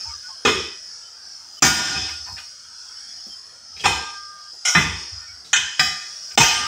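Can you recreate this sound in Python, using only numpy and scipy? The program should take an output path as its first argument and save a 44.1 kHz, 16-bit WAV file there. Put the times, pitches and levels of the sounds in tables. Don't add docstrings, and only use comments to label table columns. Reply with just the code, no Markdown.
import sys
import numpy as np
from scipy import signal
from scipy.fft import rfft, irfft, next_fast_len
from scipy.io import wavfile
from scipy.ndimage import uniform_filter1d

SR = 44100
rng = np.random.default_rng(int(sys.argv[2]) if len(sys.argv) > 2 else 0)


def gain_from_decibels(decibels):
    exponent = np.asarray(decibels, float) / 20
    return 10 ** exponent


def master_out(mix):
    frames = np.transpose(np.atleast_2d(mix))
    ceiling = np.clip(frames, -1, 1)
    pcm = np.round(ceiling * 32767).astype(np.int16)
    wavfile.write(sys.argv[1], SR, pcm)


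N = 294129
LONG = SR * 2 // 3


def unit(x):
    return x / np.sqrt(np.mean(x ** 2) + 1e-20)


def along(points, hz):
    f, v = np.transpose(points)
    return np.interp(np.log(hz + 1), np.log(f + 1), v)


def rush(spectrum, holes_db):
    hz, _, z = signal.stft(rng.standard_normal(N), SR, nperseg=2048)
    field = rng.standard_normal(z.shape)
    for _ in range(2):
        field = uniform_filter1d(field, size=6, axis=0)
        field = uniform_filter1d(field, size=5, axis=1)
    depth_db = holes_db * np.clip(unit(field) + 2.04, 0, None)
    z = z * gain_from_decibels(along(spectrum, hz)[:, None] - depth_db)
    return unit(signal.istft(z, SR, nperseg=2048)[1][:N])


def outside():
    # t/s, level/dB
    let_through = [(0.0, -34), (0.39, -39), (0.59, -34), (0.72, -38), (1.21, -40.5), (1.75, -38.5),
                   (1.88, -20.5), (2.1, -33.5), (2.69, -39.5), (3.14, -37), (3.64, -42.5), (3.99, -37.5),
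                   (4.35, -41), (5.0, -34.5), (5.54, -43.5), (5.98, -34), (6.41, -35.5), (6.6, -16.5)]
    # f/Hz, spectral density/dB
    hiss = [(2060, -32), (2750, -28), (3200, -19), (4000, -25), (4550, -5.5), (4850, -3.5), (5150, 5),
            (5450, -1.5), (5900, -5.5), (6180, -17), (6500, -9.5), (7000, -18), (7480, -22), (7800, -19),
            (10400, -29), (11100, -41), (14900, -42), (16000, -38)]
    # f/Hz, spectral density/dB
    murmur = [(30, -26), (97, -7.5), (144, -8), (337, -11), (740, -7), (1010, -7.5), (1350, 3), (1560, 2),
              (2120, -10), (3140, -11.5), (3950, -21), (4200, -3), (5460, -55), (9240, -120)]
    insects_db = np.interp(np.arange(N) / SR, *np.transpose(let_through))
    wash_db = -54 + 1.74 * np.clip(insects_db + 35.5, 0, None)
    insects = rush(hiss, holes_db=4)
    wash = rush(murmur, holes_db=4.5)
    return gain_from_decibels(insects_db) * insects + gain_from_decibels(wash_db) * wash


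def wobble(rate, count, size):
    knots = rng.standard_normal((count, int(size * rate / SR) + 2))
    position = np.arange(size) * rate / SR
    return np.array([np.interp(position, np.arange(len(k)), k) for k in knots])


def ringing(modes, damping, rough_db):
    t = np.arange(LONG) / SR
    hz, level_db, t60 = np.transpose(modes)[:, :, None]
    flutter = rough_db * wobble(22.5, count=len(modes), size=LONG)
    drift = 0.55 * wobble(30, count=len(modes), size=LONG)
    decay_db = 60 * t * (1 / t60 + damping)
    envelope = gain_from_decibels(np.float32(level_db + flutter - decay_db))
    ring = np.sum(envelope * np.sin(np.float32(2 * np.pi * hz * t + drift)), axis=0)
    return ring / np.linalg.norm(ring[:SR // 10])


def gated(after):
    t = np.arange(LONG) / SR
    fade_out = np.clip((LONG / SR - t) / 0.05, 0, 1)
    return (0.02 + 1 / (1 + (t / after) ** 9)) * fade_out


def dying(layers, size):
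    hz, t, z = signal.stft(rng.standard_normal(size + 512), SR, nperseg=512)
    power = 0
    for spectrum, decay, db, lasts in layers:
        t60 = np.abs(along(decay, hz))[:, None]
        gain = gain_from_decibels(along(spectrum, hz)[:, None] - 60 * t / t60)
        gate = 1 + (t / lasts) ** 9
        power = power + (gain_from_decibels(db) * gain / np.linalg.norm(gain[:, 1:]) / gate) ** 2
    tail = signal.istft(z * np.sqrt(power), SR, nperseg=512)[1][256:256 + size]
    tail = tail * np.clip(np.arange(size) / (0.00068 * SR), 0, 1)
    return tail / np.linalg.norm(tail) * np.sqrt(power[:, 1:].sum())


def clatter(colour, thud_db, rattle, crack_db=0, thud_lasts=1):
    # f/Hz, t60/s
    clang_decay = [(100, 0.53), (400, 0.63), (1500, 0.63), (4000, 0.8), (8000, 0.59), (15000, 0.35)]
    # f/Hz, t60/s
    crack_decay = [(100, 0.1), (1500, 0.077), (6000, 0.057), (15000, 0.01)]
    # f/Hz, spectral density/dB
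    thud = [(29, -46), (50, -4), (75, 4.5), (118, 2), (156, 10.5), (274, -10.5), (426, 1), (543, -33),
            (700, -4), (1540, -120)]
    # f/Hz, t60/s
    thud_decay = [(60, 0.071), (160, 0.39), (400, 0.7), (800, 0.13)]
    # f/Hz, level/dB, t60/s
    carcass = [(156.7, 0, 0.45)]
    layers = [(colour, clang_decay, 0, 10),
              (colour, crack_decay, crack_db, 10),
              (thud, thud_decay, thud_db, thud_lasts)]
    response = dying(layers, size=LONG)
    tyre_mode = ringing(carcass, damping=0.11, rough_db=5.5) * gated(thud_lasts)
    response = response + gain_from_decibels(thud_db - 5.5) * tyre_mode
    t = np.arange(SR // 5) / SR
    contacts = gain_from_decibels(3.9 * wobble(398, count=1, size=len(t))[0])
    chatter = contacts * rng.standard_normal(len(t)) * np.exp(-(t / rattle) ** 2)
    chatter = chatter / np.linalg.norm(chatter) + 0.43 * (t == 0)
    return signal.fftconvolve(response, chatter / np.linalg.norm(chatter))[:LONG]


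def touches():
    # t/s, peak level/dB, centre f/Hz, thud level/dB
    jolts = [
        (0.002, -33, 2443, -27),
        (1.871, -9, 1450, -4),
        (1.949, -12.5, 2523, 4),
        (3.796, -20.5, 3250, -3),
    ]
    taps = [
        (0.045, -44, 900, -23),
        (0.1, -39, 1226, -21),
        (0.286, -40, 1040, -30),
        (2.085, -22, 1420, -17),
        (2.259, -27.5, 1450, -6),
        (2.28, -30.5, 938, -26),
        (2.366, -25.5, 1480, -16),
        (2.378, -23.5, 2900, -24),
        (5.212, -36.5, 1350, -10),
        (6.308, -31, 2330, -6),
    ]
    scrapes = [
        (0.225, -36, 1480, -23),
        (1.603, -17, 2730, 2),
        (3.765, -24, 2620, -11),
        (5.446, -27, 3830, -9),
    ]
    knocks = [
        (2.32, -29, 165, -22),
        (3.265, -30.5, 219, -20),
        (4.53, -34.5, 393, -22),
        (5.841, -44, 170, -25),
        (6.412, 3, 135, -20),
    ]
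    # table, rattle length/s, t60/s
    kinds = [(jolts, 0.026, 0.58), (taps, 0.026, 0.48), (scrapes, 0.1, 0.77), (knocks, 0.056, 0.22)]
    out, t = np.zeros(N + SR), np.arange(LONG) / SR
    for table, rattle, t60 in kinds:
        for s, db, hz, thud_db in table:
            colour = [(hz / 3, -30), (hz / 1.3, -13), (hz / 1.06, -9), (hz, 0),
                      (hz * 1.06, -9), (hz * 1.6, -13), (hz * 4, -35)]
            tone = ringing([(hz, 0, 3)], damping=0.27, rough_db=5.0)
            tone = gain_from_decibels(-3) * tone * np.clip(t / rattle, 0, 1)
            envelope = gain_from_decibels(db + 20.5 - 60 * t / t60)
            out[round(s * SR):][:LONG] += envelope * (clatter(colour, thud_db, rattle) + tone)
    return out[:N]


def wheel(x):
    # centre f/Hz, bandwidth/Hz
    resonances = [(764, 100), (974, 95), (1220, 28), (1560, 68), (1810, 31), (2040, 32), (2520, 47),
                  (3050, 33), (3630, 31), (4150, 36), (4910, 34), (5300, 38), (5450, 26), (5670, 71),
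                  (5970, 63), (6120, 15), (6330, 26), (6830, 65), (7100, 23), (7240, 15), (7350, 90),
                  (7900, 52), (8620, 54)]
    lifts = [-1.4, 1, -2.1, -0.55, -1.3, 0.5, 0.4, 0.3, -5.5, 2, 2, 1.2, -1.5, 0.2, -1.2, 0.1, -1, -1, -7,
             2, -3.3, 3, 2]
    size = next_fast_len(N + SR // 10)
    hz = np.arange(size // 2 + 1) * SR / size
    peaks = 0
    for k, (centre, width) in enumerate(resonances):
        spread = 1j * hz * width
        peaks = peaks + (-1) ** k * gain_from_decibels(lifts[k]) * spread / (centre * centre - hz * hz + spread)
    crowd_width = 30
    for k, centre in enumerate(np.sort(rng.uniform(6400, 15600, size=70))):
        near = slice(*np.searchsorted(hz, centre + np.array([-20, 20]) * crowd_width))
        spread = 1j * hz[near] * crowd_width
        peaks[near] += (-1) ** k * spread / (centre * centre - hz[near] ** 2 + spread)
    response = 0.42 + 1.3 * peaks
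    return irfft(rfft(x, size) * response, size)[:N]


def whistles(table):
    out = np.zeros(N)
    for s, length, hz, db in table:
        t = np.arange(round(length * SR)) / SR
        waver = 1.1 * wobble(79, count=1, size=len(t))[0]
        swell = np.sin(np.pi * t / length)
        out[round(s * SR):][:len(t)] += gain_from_decibels(db + 7) * swell * np.sin(2 * np.pi * hz * t + waver)
    return out


def rubbing():
    # t/s, length/s, f/Hz, level/dB
    rubs = [
        (.04, .09, 920, -48),
        (.09, .08, 1200, -48),
        (.08, .05, 2230, -55),
        (.225, .07, 1480, -46),
        (.29, .06, 1070, -51),
        (.28, .04, 880, -53),
        (2.26, .07, 1000, -48),
        (5.27, .06, 2250, -52),
    ]
    return whistles(rubs)


def tyre_air():
    # t/s, level/dB, hold/s
    shoves = [(0.065, -43.5, 0.039), (0.46, -40, 0.14), (1.647, -20.5, 0.064), (1.856, -34.5, 0.17),
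              (2.104, -50.5, 0.12), (2.3, -42, 0.012), (3.727, -55, 0.03), (3.85, -34, 0.098),
              (4.754, -33, 0.18), (5.127, -39.5, 0.018), (5.29, -55.5, 0.055), (5.595, -46, 0.019),
              (5.828, -40, 0.023), (6.364, -31, 0.07), (6.517, -31, 0.15)]
    t = np.arange(N) / SR
    drift = uniform_filter1d(3 * wobble(13, count=2, size=N), size=2000)
    boom = np.sin(2 * np.pi * 66 * t + drift[0]) + gain_from_decibels(1) * np.sin(2 * np.pi * 85 * t + drift[1])
    level = gain_from_decibels(-71)
    for s, db, hold in shoves:
        rise_db = 1100 * np.clip(s - t, 0, 1)
        fall_db = 246 * np.clip(t - s - hold, 0, 1)
        level = level + gain_from_decibels(db - rise_db - fall_db)
    return level * unit(boom)


def blows(table, modes, colour, damping, ring_lasts, clang_lasts, crack_db, thud_lasts):
    out, t = np.zeros((2, N + SR)), np.arange(LONG) / SR
    for s, db, ring_db, thud_db, rattle in table:
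        build_up = 1 - np.exp(-t / (0.091 * rattle))
        ring = gain_from_decibels(ring_db) * ringing(modes, damping, rough_db=3) * build_up * gated(ring_lasts)
        clang = clatter(colour, thud_db, rattle, crack_db, thud_lasts) * gated(clang_lasts)
        out[:, round(s * SR):][:, :LONG] += gain_from_decibels(db + 21.0) * np.array([ring, clang])
    return out[:, :N]


def seated_blow():
    # t/s, peak level/dB, ring level/dB, thud level/dB, rattle length/s
    strikes = [
        (0.45, -2.26, -12, 1, 0.0055),
        (0.473, -5, -4, -21, 0.0065),
    ]
    pitches = [1012, 1211, 1440, 1635, 1814, 1954, 2121, 2514, 3063, 3445, 3736, 4320, 5146, 5421, 6810,
               7445, 8624]
    # level/dB, t60/s of each pitch
    decays = [(3, 0.19), (-2, 0.23), (7, 0.18), (0, 0.18), (-8, 0.81), (-10, 0.95), (0, 0.35), (-7, 0.81),
              (-6, 1), (-5, 0.5), (-10, .6), (0, 0.18), (1, 0.33), (-10, .25), (-22, .55), (-10, .15),
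              (-27, .5)]
    # f/Hz, spectral density/dB
    colour = [(180, -42), (300, 3), (425, 2), (678, -30.5), (961, -2.5), (1100, -0.5), (1460, 1),
              (2140, -4.5), (2250, -2), (2800, -4), (3360, 4), (4520, -18.5), (5250, -6), (12500, -38),
              (15000, -31)]
    modes = np.column_stack([pitches, decays])
    return blows(strikes, modes, colour, 0.1, 0.43, 0.3, crack_db=1.5, thud_lasts=0.3)


def hard_blow():
    # t/s, peak level/dB, ring level/dB, thud level/dB, rattle length/s
    strikes = [
        (1.622, -1.5, -0.5, -8.5, 0.021),
        (1.641, -3.5, -2.5, -21, 0.025),
    ]
    pitches = [759, 1295, 1440, 1589, 1802, 2266, 2527, 3208, 3460, 4145, 4740, 4917, 5201, 5650, 5970,
               6331, 6851, 7241, 7978, 8689, 9440, 10680]
    # level/dB, t60/s of each pitch
    decays = [(-17, 2.2), (-11.5, .35), (-3, 1.4), (-12, 1.05), (-10.5, 0.41), (-7.5, .6), (-15, 0.66),
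              (-24.5, 2.3), (-17, 2.3), (-11, 0.33), (-4, 0.36), (-8, .4), (-10, 2.4), (-10, 1.1),
              (-14, .5), (2.5, 0.44), (0, .2), (4, 0.17), (-19, .9), (-14, 0.77), (-22, 0.48),
              (-28.5, 0.69)]
    # f/Hz, spectral density/dB
    colour = [(180, -4.5), (300, 0.5), (528, -13.5), (762, -10), (1320, -7), (1780, -6.5), (2360, -8.5),
              (3130, -2.5), (4440, -12.5), (5340, -2), (9090, -22), (12900, -27), (14700, -17)]
    modes = np.column_stack([pitches, decays])
    return blows(strikes, modes, colour, 0.52, 0.54, 0.56, crack_db=1.2, thud_lasts=0.7)


def slip():
    # t/s, peak level/dB, ring level/dB, thud level/dB, rattle length/s
    strikes = [
        (3.838, -8, -16, -21, 0.014),
        (3.854, -2, -7.5, -12, 0.0043),
    ]
    pitches = [720, 1012, 1211, 1588, 1836, 2024, 2476, 3079, 3384, 3634, 4253, 5265, 5394, 5609, 6105,
               6804, 7434]
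    # level/dB, t60/s of each pitch
    decays = [(-1, 0.46), (2, .25), (3, 3), (1, 1.8), (3.5, 0.39), (-5, 0.47), (7.5, 0.51), (4, .55),
              (-2, 0.6), (2, .28), (0.5, 0.72), (3, 0.81), (-1, .9), (-7, .7), (-1, 0.29), (-4, 0.67),
              (2, .27)]
    # f/Hz, spectral density/dB
    colour = [(180, -28), (300, -3), (425, 1), (600, -20), (800, -5), (1050, 1), (1460, -6), (2140, -3),
              (2750, -2.5), (3260, 3), (4400, -19), (5250, -5), (12500, -35), (15000, -26)]
    modes = np.column_stack([pitches, decays])
    return blows(strikes, modes, colour, 0.028, 0.95, 0.32, crack_db=0.4, thud_lasts=0.3)


def glancing_blow():
    # t/s, peak level/dB, ring level/dB, thud level/dB, rattle length/s
    strikes = [
        (4.651, -6, -3.5, -45, 0.041),
        (4.674, -7.5, -24, -40, 0.033),
    ]
    # f/Hz, level/dB, t60/s
    modes = [(1437, -5, 0.95), (2133, -1, 0.19), (2900, -8, 0.46), (3270, -6.5, 0.38), (3840, -17, 0.23),
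             (6870, -1, 0.41), (7500, -1, 0.06), (7900, -12, 0.27), (9100, -16, 0.52), (10940, -10, 0.14)]
    # f/Hz, spectral density/dB
    colour = [(180, -70), (300, -28), (774, -16), (1190, -13.5), (1460, 2.5), (1810, -54), (2100, 5.5),
              (2440, -18), (3130, -2.5), (4590, -19), (5520, 4), (6520, -10), (16000, -33)]
    return blows(strikes, modes, colour, 0.91, 0.29, 0.77, crack_db=1.2, thud_lasts=0.7)


def deep_blow():
    # t/s, peak level/dB, ring level/dB, thud level/dB, rattle length/s
    strikes = [
        (4.749, -3.5, -1.3, 1.5, 0.0086),
        (4.771, -6, -2, -11.5, 0.011),
    ]
    # f/Hz, level/dB, t60/s
    modes = [(1170, -3, 0.18), (1420, 0.5, 0.4), (1600, -12, 0.36), (1690, 0, 0.31), (1970, -1.5, 0.69),
             (2044, 9.5, 0.25), (2525, 1, 0.75), (2680, -10, 0.54), (3160, -18, 0.14), (3060, -6, 0.36),
             (3160, 1.5, 0.64), (3420, -4, 0.55), (3644, -25, 0.13), (3980, -3, 0.22)]
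    # f/Hz, spectral density/dB
    colour = [(180, -35), (300, 4.5), (410, -1), (580, -28.5), (961, -2), (1100, 0), (1460, 0), (2140, 4),
              (2800, -2.5), (3460, 3), (4400, -23), (5250, -6.5), (12500, -34), (15000, -29)]
    return blows(strikes, modes, colour, 0.15, 0.91, 0.97, crack_db=0.7, thud_lasts=0.32)


def edge_blow():
    # t/s, peak level/dB, ring level/dB, thud level/dB, rattle length/s
    strikes = [
        (5.531, -5.5, -0.5, -44, 0.0011),
        (5.559, -9, -6, -22, 0.0067),
    ]
    pitches = [1012, 1440, 1577, 2024, 2439, 2552, 3042, 3241, 3639, 3741, 4344, 4840, 5997, 6331, 6851,
               7994]
    # level/dB, t60/s of each pitch
    decays = [(-12, 0.41), (2, .25), (-12, .6), (-18, .6), (-10, .45), (-19, .6), (-0.5, 0.51), (-9, 0.46),
              (-2, 0.36), (-11, .3), (-12, .4), (-17, .5), (8, .09), (-3, 0.21), (4, .09), (-9, 0.13)]
    # f/Hz, spectral density/dB
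    colour = [(180, -57), (300, -28), (420, -22), (584, -36), (700, -24), (1300, -15.5), (1430, -3.5),
              (2280, -13.5), (2480, -10), (2840, -12), (3130, -4), (4590, -17.5), (6100, -9),
              (12500, -48.5), (15000, -41)]
    modes = np.column_stack([pitches, decays])
    return blows(strikes, modes, colour, 0.23, 0.28, 0.45, crack_db=1.5, thud_lasts=0.3)


def lip_blow():
    # t/s, peak level/dB, ring level/dB, thud level/dB, rattle length/s
    strikes = [
        (5.794, -1.5, -4.5, -16, 0.0035),
    ]
    pitches = [738, 1211, 1550, 1814, 1949, 2024, 2503, 3042, 3241, 3375, 3892, 5173, 5663, 6869, 7424]
    # level/dB, t60/s of each pitch
    decays = [(-1, 0.4), (1, 0.68), (8, 0.17), (-6, 0.91), (7, .25), (-2, 0.88), (-11, .64), (3, 0.55),
              (-4, .7), (-6, 1.2), (-7, 0.6), (-5.5, 1.2), (-8, 0.85), (-14, .8), (-4, 0.55)]
    # f/Hz, spectral density/dB
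    colour = [(180, -55), (300, -28), (430, -17), (560, -34), (720, -16), (946, -14), (1140, -4),
              (1230, -4), (1900, 0.5), (2790, -12), (3130, -2), (4590, -14), (5080, -3), (7690, -20.5),
              (12800, -34.5), (15000, -26)]
    modes = np.column_stack([pitches, decays])
    return blows(strikes, modes, colour, 0.31, 0.63, 0.73, crack_db=1.5, thud_lasts=0.27)


def slam():
    # t/s, peak level/dB, ring level/dB, thud level/dB, rattle length/s
    strikes = [
        (6.375, -1.8, -0.5, -4.5, 0.0044),
        (6.398, -1.5, -12, -4.5, 0.018),
        (6.432, -8, -16, 1, 0.0036),
    ]
    pitches = [720, 1211, 1448, 1588, 1798, 2127, 3049, 3628, 4151, 4743, 5173, 5303, 5453, 5674, 5970,
               6331, 7235, 7892, 8619]
    # level/dB, t60/s of each pitch
    decays = [(-12, 0.49), (-17, 13), (-6, 0.77), (-18, 5), (-12, 0.86), (-8.5, .65), (-2, .4), (-7, .55),
              (-7, 0.55), (-16, 1.5), (-7, .7), (-9, .85), (-3, 0.26), (-9, 0.71), (-6, 0.55), (-2, .55),
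              (-5, .22), (-18, 1.2), (-18, 0.75)]
    # f/Hz, spectral density/dB
    colour = [(180, -10.5), (400, -9.5), (600, -16), (762, -9), (1320, -8.5), (1780, -7), (2360, -9),
              (3130, -1.5), (4440, -13), (5340, -2.5), (9090, -26.5), (12900, -29), (14700, -21)]
    modes = np.column_stack([pitches, decays])
    return blows(strikes, modes, colour, 0.11, 0.9, 0.9, crack_db=2.0, thud_lasts=0.033)


def lever():
    loud = gain_from_decibels(21.0) * (hard_blow() + slam())
    moderate = seated_blow() + slip() + glancing_blow() + deep_blow() + edge_blow() + lip_blow()
    ring, clang = loud + moderate
    return ring + wheel(clang + touches())


def birds():
    # t/s, length/s, f/Hz, level/dB
    chirps = [
        (2.62, .07, 3250, -60),
        (2.87, 0.054, 3270, -61),
        (2.95, 0.054, 3000, -59),
        (3.07, .08, 3400, -57),
        (3.17, .05, 3000, -60),
        (3.29, 0.08, 3170, -52),
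        (1.02, .08, 3060, -57),
        (1.57, 0.034, 3040, -50),
    ]
    return whistles(chirps)


def scene():
    return (outside() + rubbing() + tyre_air() + lever() + birds())[None]


def low_pass(x):
    return signal.sosfilt(signal.butter(12, 16630, fs=SR, output="sos"), x)


def record(dry):
    # t/s, depth/dB, plateau/s, recovery/s
    ducks = [
        (1.597, -21, 0.14, 0.36),
        (6.357, -21, 0.044, 0.88),
    ]
    t, gain_db = np.arange(N) / SR, np.zeros(N)
    for s, depth_db, plateau, recovery in ducks:
        gain_db += depth_db * (t > s) * np.clip(1 - (t - s - plateau) / recovery, 0, 1)
    x = signal.sosfilt(signal.butter(7, 60, "high", fs=SR, output="sos"), dry)
    x = x * uniform_filter1d(gain_from_decibels(gain_db), size=64)
    x = x / (1 + np.abs(x / 0.9) ** 4) ** (1 / 4)
    size = next_fast_len(N)
    treble_db = -34 * (np.fft.rfftfreq(size, 1 / SR) > 15700)
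    x = irfft(rfft(x, size) * gain_from_decibels(treble_db), size)[:, :N]
    return low_pass(x)


dry = scene()
out = record(dry)
master_out(out)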